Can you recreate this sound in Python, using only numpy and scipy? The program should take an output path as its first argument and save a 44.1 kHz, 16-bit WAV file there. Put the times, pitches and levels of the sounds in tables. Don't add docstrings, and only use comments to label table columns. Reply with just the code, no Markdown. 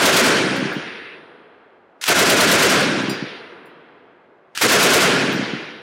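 import sys
import numpy as np
from scipy import signal
from scipy.io import wavfile

SR = 44100
rng = np.random.default_rng(int(sys.argv[2]) if len(sys.argv) > 2 else 0)


def int16_out(signal):
    q = np.round(np.clip(np.atleast_2d(signal).T, -1, 1) * 32767)
    wavfile.write(sys.argv[1], SR, q.astype(np.int16))


N = 256645


def from_db(db):
    return 10 ** (np.asarray(db) / 20)


def at_hz(table, hz):
    pitches, values = np.array(table).T
    return np.interp(np.log(hz), np.log(pitches), values)


def filtered(x, hz, kind, order=2):
    return signal.sosfilt(signal.butter(order, np.clip(hz, 10, .45 * SR), kind, fs=SR, output="sos"), x)


def add(out, sound, start_s):
    at = int(round(start_s * SR))
    low, high = max(at, 0), min(at + len(sound), len(out))
    if high > low:
        out[low:high] += sound[low - at:high - at]


def bands(size, count):
    white = rng.standard_normal((2, size)) * np.sqrt(SR / 2000)
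    edges = np.linspace(25 ** .25, 17000 ** .25, count + 1) ** 4
    for k, (low, high) in enumerate(zip(edges, edges[1:])):
        yield np.sqrt(low * high), filtered(white[k % 2], [low, high], "band", order=4)


def noise(tone, size, fades=None):
    t = np.arange(size) / SR
    out = np.zeros(size)
    for hz, band in bands(size, count=22):
        fade = 1 if fades is None else from_db(-60 * t / at_hz(fades, hz))
        out += from_db(at_hz(tone, hz)) * band * fade
    return out


def swell(t, start, end, rise, fall):
    return np.exp(np.minimum(t - start, 0) / rise - np.maximum(t - end, 0) / fall)


def ring(notes, size, spread_db):
    t = np.arange(size) / SR
    return sum(from_db(db + spread_db * rng.standard_normal() - 60 * t / fade_s)
               * np.sin(2 * np.pi * hz * t) for hz, db, fade_s in notes)


# pitch_hz, level_db
AIR_TONE = [(30, -59.5), (80, -66.5), (150, -61.5), (450, -50.5), (1500, -59.5), (3000, -74.5),
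            (6000, -95.5), (15000, -108)]

def still_air():
    return noise(AIR_TONE, N)


# delay_s, level_db
STRONG_ECHOES = [(0.4105, -13), (0.457, -11), (.597, -14)]
# pitch_hz, level_db
SCATTER_TONE = [(100, -22), (200, -10), (380, -8), (540, -2), (750, -19.5), (1050, -10.5), (1500, -12),
                (4000, -25), (12000, -59.5)]
# pitch_hz, level_db
ROLL_TONE = [(40, -53), (90, -47), (170, -35.5), (280, -30.5), (430, -28), (620, -36.5), (950, -36.5),
             (1450, -30.5), (2000, -34.5), (3100, -42.5), (5300, -50.5), (7500, -61.5), (10000, -70.5)]
# pitch_hz, fade_s
ROLL_FADES = [(100, 3.2), (600, 3.82), (1600, 2.99), (3100, 3.18), (5300, 2), (10000, 0.91)]

def echoes(weak_count=60):
    lead_s = .02
    t = np.arange(int(2.7 * SR)) / SR - lead_s
    bounces = np.zeros(len(t))
    for delay_s, db in STRONG_ECHOES:
        arrival_s = lead_s + delay_s - .002
        add(bounces, [from_db(db)], arrival_s)
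        add(bounces, [from_db(db - 7.5)], arrival_s + .015)
    distances = (np.arange(weak_count) + rng.random(weak_count)) / weak_count
    for distance, sign in zip(distances, rng.choice([-1, 1], weak_count)):
        add(bounces, [sign * from_db(-23 - 11 * distance)], lead_s + .054 + .51 * distance)
    thud = filtered(signal.unit_impulse(SR // 20), [138, 340], "band", order=3)
    echo = signal.fftconvolve(bounces, thud / np.abs(thud).max())[:len(t)]
    echo[:SR] += noise(SCATTER_TONE, SR) * swell(t[:SR], .0948, .083, rise=.012, fall=.067)
    echo += noise(ROLL_TONE, len(t), ROLL_FADES) * swell(t, .45, 1.6, rise=.06, fall=.15)
    out = np.zeros(N)
    for start_s, *_ in shots():
        add(out, echo, start_s - lead_s)
    return out


# start_s, end_s, level_db
GLANCES = [(.82, 1.125, -39), (3.15, 3.327, -46), (5.5, 5.683, -40)]

def ricochets(end_hz=2130, climb_octaves_per_s=.69):
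    out = np.zeros(N)
    for start_s, end_s, db in GLANCES:
        t = np.arange(start_s - .3, end_s + .3, 1 / SR)
        left_s = np.maximum(end_s - t, 0)
        centre = np.log2(end_hz) - climb_octaves_per_s * left_s
        width_octaves = .34 + .6 * left_s
        swish = sum(band * np.exp(-.5 * ((np.log2(hz) - centre) / width_octaves) ** 2)
                    for hz, band in bands(len(t), count=20))
        add(out, from_db(db) * swish * swell(t, start_s, end_s, rise=.06, fall=.048), t[0])
    return out


# pitch_hz, level_db
HISS_TONE = [(60, -35.5), (170, -12.5), (400, -5), (620, -15), (900, -14.5), (1200, -15), (1480, -7.5),
             (1900, -12), (2500, -12), (3400, -16), (5300, -17.5), (9000, -24.5), (14000, -39)]
# pitch_hz, fade_s
HISS_FADES = [(150, 7), (700, 6.1), (1600, 4), (3100, 3.73), (5300, 2.22), (7500, 1.56), (10000, 1.4),
              (14000, 0.56)]
# pitch_hz, share_of_flight
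HISS_LENGTHS = [(150, 0.75), (900, 0.69), (1400, 0.76), (2300, 0.91), (3500, 1.1), (5500, 0.95), (9000, .5)]

def bullet_hiss(patchy_db=2, patch_s=.02, near_s=.069):
    step = 64
    out, t = np.zeros(N), np.arange(0, N, step) / SR
    start_s, _, db, flight_s = np.array(shots()).T[:, :, None]
    age_s = t - start_s
    flown_s = np.maximum(age_s, 0)
    distance_gain = from_db(db) / (1 + flown_s / near_s)
    patches = np.arange(0, N / SR + 1, patch_s)
    for hz, band in bands(N, count=24):
        tone_gain = from_db(at_hz(HISS_TONE, hz) - 60 * flown_s / at_hz(HISS_FADES, hz))
        in_flight = swell(age_s, .085, flight_s * at_hz(HISS_LENGTHS, hz), rise=.0211, fall=.2)
        all_bullets = np.sqrt(((distance_gain * tone_gain * in_flight) ** 2).sum(0))
        bumps = rng.standard_normal(len(t))[:len(patches)]
        ground_gain = from_db(patchy_db * np.interp(t, patches, bumps))
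        out += band * np.repeat(ground_gain * all_bullets, step)[:N]
    return out


# pitch_hz, level_db, fade_s
CASE_NOTES = [(4813, 3, 0.4), (4872, -4, 0.38), (5222, -8, 0.33), (5700, 1.5, 0.16), (7380, -0.5, 0.12),
              (9450, -2.5, 0.14), (10100, -4, 0.061), (10750, -18, .04), (12300, -8, .04),
              (13700, -7, 0.16), (15500, -12, .04)]
# start_s, level_db, low_cut_hz
LANDINGS = [(.563, -37, 9400), (.728, -36, 14000), (2.806, -26, 9170), (3.025, -46, 10150),
            (3.096, -31, 4854), (3.657, -53.5, 9500), (5.325, -31, 12900)]

def case_clinks():
    out = np.zeros(N)
    for start_s, db, low_cut_hz in LANDINGS:
        clink = ring(CASE_NOTES, SR // 2, spread_db=1.5)
        add(out, from_db(db) * filtered(clink, low_cut_hz, "high", order=4), start_s)
    return out


# pitch_hz, level_db, fade_s
STEEL_NOTES = [(9125, -36, 1.4), (10131, -43, 1.35), (10160, -48, 1.0), (10314, -42, .85),
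               (10858, -43, 1.3), (10885, -49, 1.1), (12200, -52, 1.1), (13600, -38, .65),
               (14250, -52, 1.2)]
# start_s, level_db, hardest_struck_hz
BOLT_SLAMS = [(.253, 4.5, 9750), (2.714, -1, 9450), (5.026, 9.5, 11580)]

def steel_ring(drop_db_per_khz=7.5):
    out = np.zeros(N)
    for start_s, slam_db, struck_hz in BOLT_SLAMS:
        notes = [(hz, db - drop_db_per_khz * abs(hz - struck_hz) / 1000, fade_s)
                 for hz, db, fade_s in STEEL_NOTES]
        add(out, from_db(slam_db) * ring(notes, 2 * SR, spread_db=2), start_s)
    return out


# pitch_hz, level_db
BOLT_TONE = [(100, -25.5), (550, -21.5), (950, -13), (1500, -1), (3000, -2), (4500, -4.5), (8000, -8),
             (15000, -17.5)]
# start_s, end_s, starting_level_db
BOLT_SLIDES = [(2.0137, 2.099, -34), (4.551, 4.604, -37)]
# start_s, level_db
BOLT_KNOCKS = [(2.0395, -20), (2.059, -32), (2.0668, -25), (4.5752, -21), (4.585, -32)]

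def bolt_run(speed_up_db=6):
    t = np.arange(N) / SR
    force = np.zeros(N)
    for start_s, end_s, db in BOLT_SLIDES:
        progress = np.clip((t - start_s) / (end_s - start_s), 0, 1)
        sliding = swell(t, start_s, end_s, rise=.00096, fall=.01)
        force += from_db(db + speed_up_db * progress ** 2) * sliding
    for start_s, db in BOLT_KNOCKS:
        force += from_db(db) * swell(t, start_s, start_s + .001, rise=.0003, fall=.0016)
    return force * noise(BOLT_TONE, N)


# first_shot_s, last_shot_s, blast_db, hiss_db, last_bullet_flight_s
FIRE_BURSTS = [(-.156, .169, -3, 2, 0.86), (2.085, 2.628, -3.5, 1.7, 0.7), (4.621, 4.938, -1, 2.7, .8)]

def shots(cycle_s=.108, first_shot_boost_db=1):
    rows = []
    for first_s, last_s, blast_db, hiss_db, flight_s in FIRE_BURSTS:
        cycles = round((last_s - first_s) / cycle_s)
        for k, start_s in enumerate(np.linspace(first_s, last_s, cycles + 1)):
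            early_s = .003 * np.sin(np.pi * k / cycles)
            boost_db = first_shot_boost_db * (k == 0)
            extra_flight_s = .025 * (cycles - k)
            rows.append((start_s - early_s, blast_db + boost_db, hiss_db, flight_s + extra_flight_s))
    return rows


# pitch_hz, level_db
CRACK_TONE = [(100, -22), (500, -7.5), (1500, -4.5), (4000, -6), (8000, -12.5), (15000, -17)]
# pitch_hz, level_db
ROAR_TONE = [(40, -44.5), (120, -8.5), (250, -9), (500, 6), (900, -13.5), (1600, -3), (3500, -15),
             (7000, -16), (15000, -35)]

def gun_blasts():
    out, rows = np.zeros(N), shots()
    t = np.arange(SR // 5) / SR - .02
    cracks, roars, clatters = (noise(tone, len(t) * len(rows)).reshape(len(rows), -1)
                               for tone in (CRACK_TONE, ROAR_TONE, BOLT_TONE))
    push = from_db(-9.5) * swell(t, .016, .02, rise=.0035, fall=.0064)
    for (start_s, db, _, _), crack, roar, clatter in zip(rows, cracks, roars, clatters):
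        blast = crack * swell(t, -.001, .004, rise=.003, fall=.009)
        blast += roar * swell(t, .015, .042, rise=.0033, fall=.0044)
        blast += from_db(-18) * clatter * swell(t, .072, .099, rise=.011, fall=.021)
        add(out, from_db(db) * (blast + push), start_s + t[0])
    return out


def scene():
    firing = gun_blasts() + bullet_hiss() + ricochets() + echoes()
    metal = bolt_run() + steel_ring() + case_clinks()
    return (firing + metal + still_air())[None]


def record(dry, ceiling_db=-12, low_cut_hz=85, soften_hz=12000, top_cut_hz=15800):
    clipped = dry / (1 + (dry / from_db(ceiling_db)) ** 6) ** (1 / 6)
    thinned = filtered(clipped, low_cut_hz, "high", order=3)
    softened = filtered(thinned, soften_hz, "low", order=1)
    steep_cut = signal.ellip(12, .1, 90, top_cut_hz, fs=SR, output="sos")
    return signal.sosfilt(steep_cut, softened)


dry = scene()
out = record(dry)
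int16_out(out)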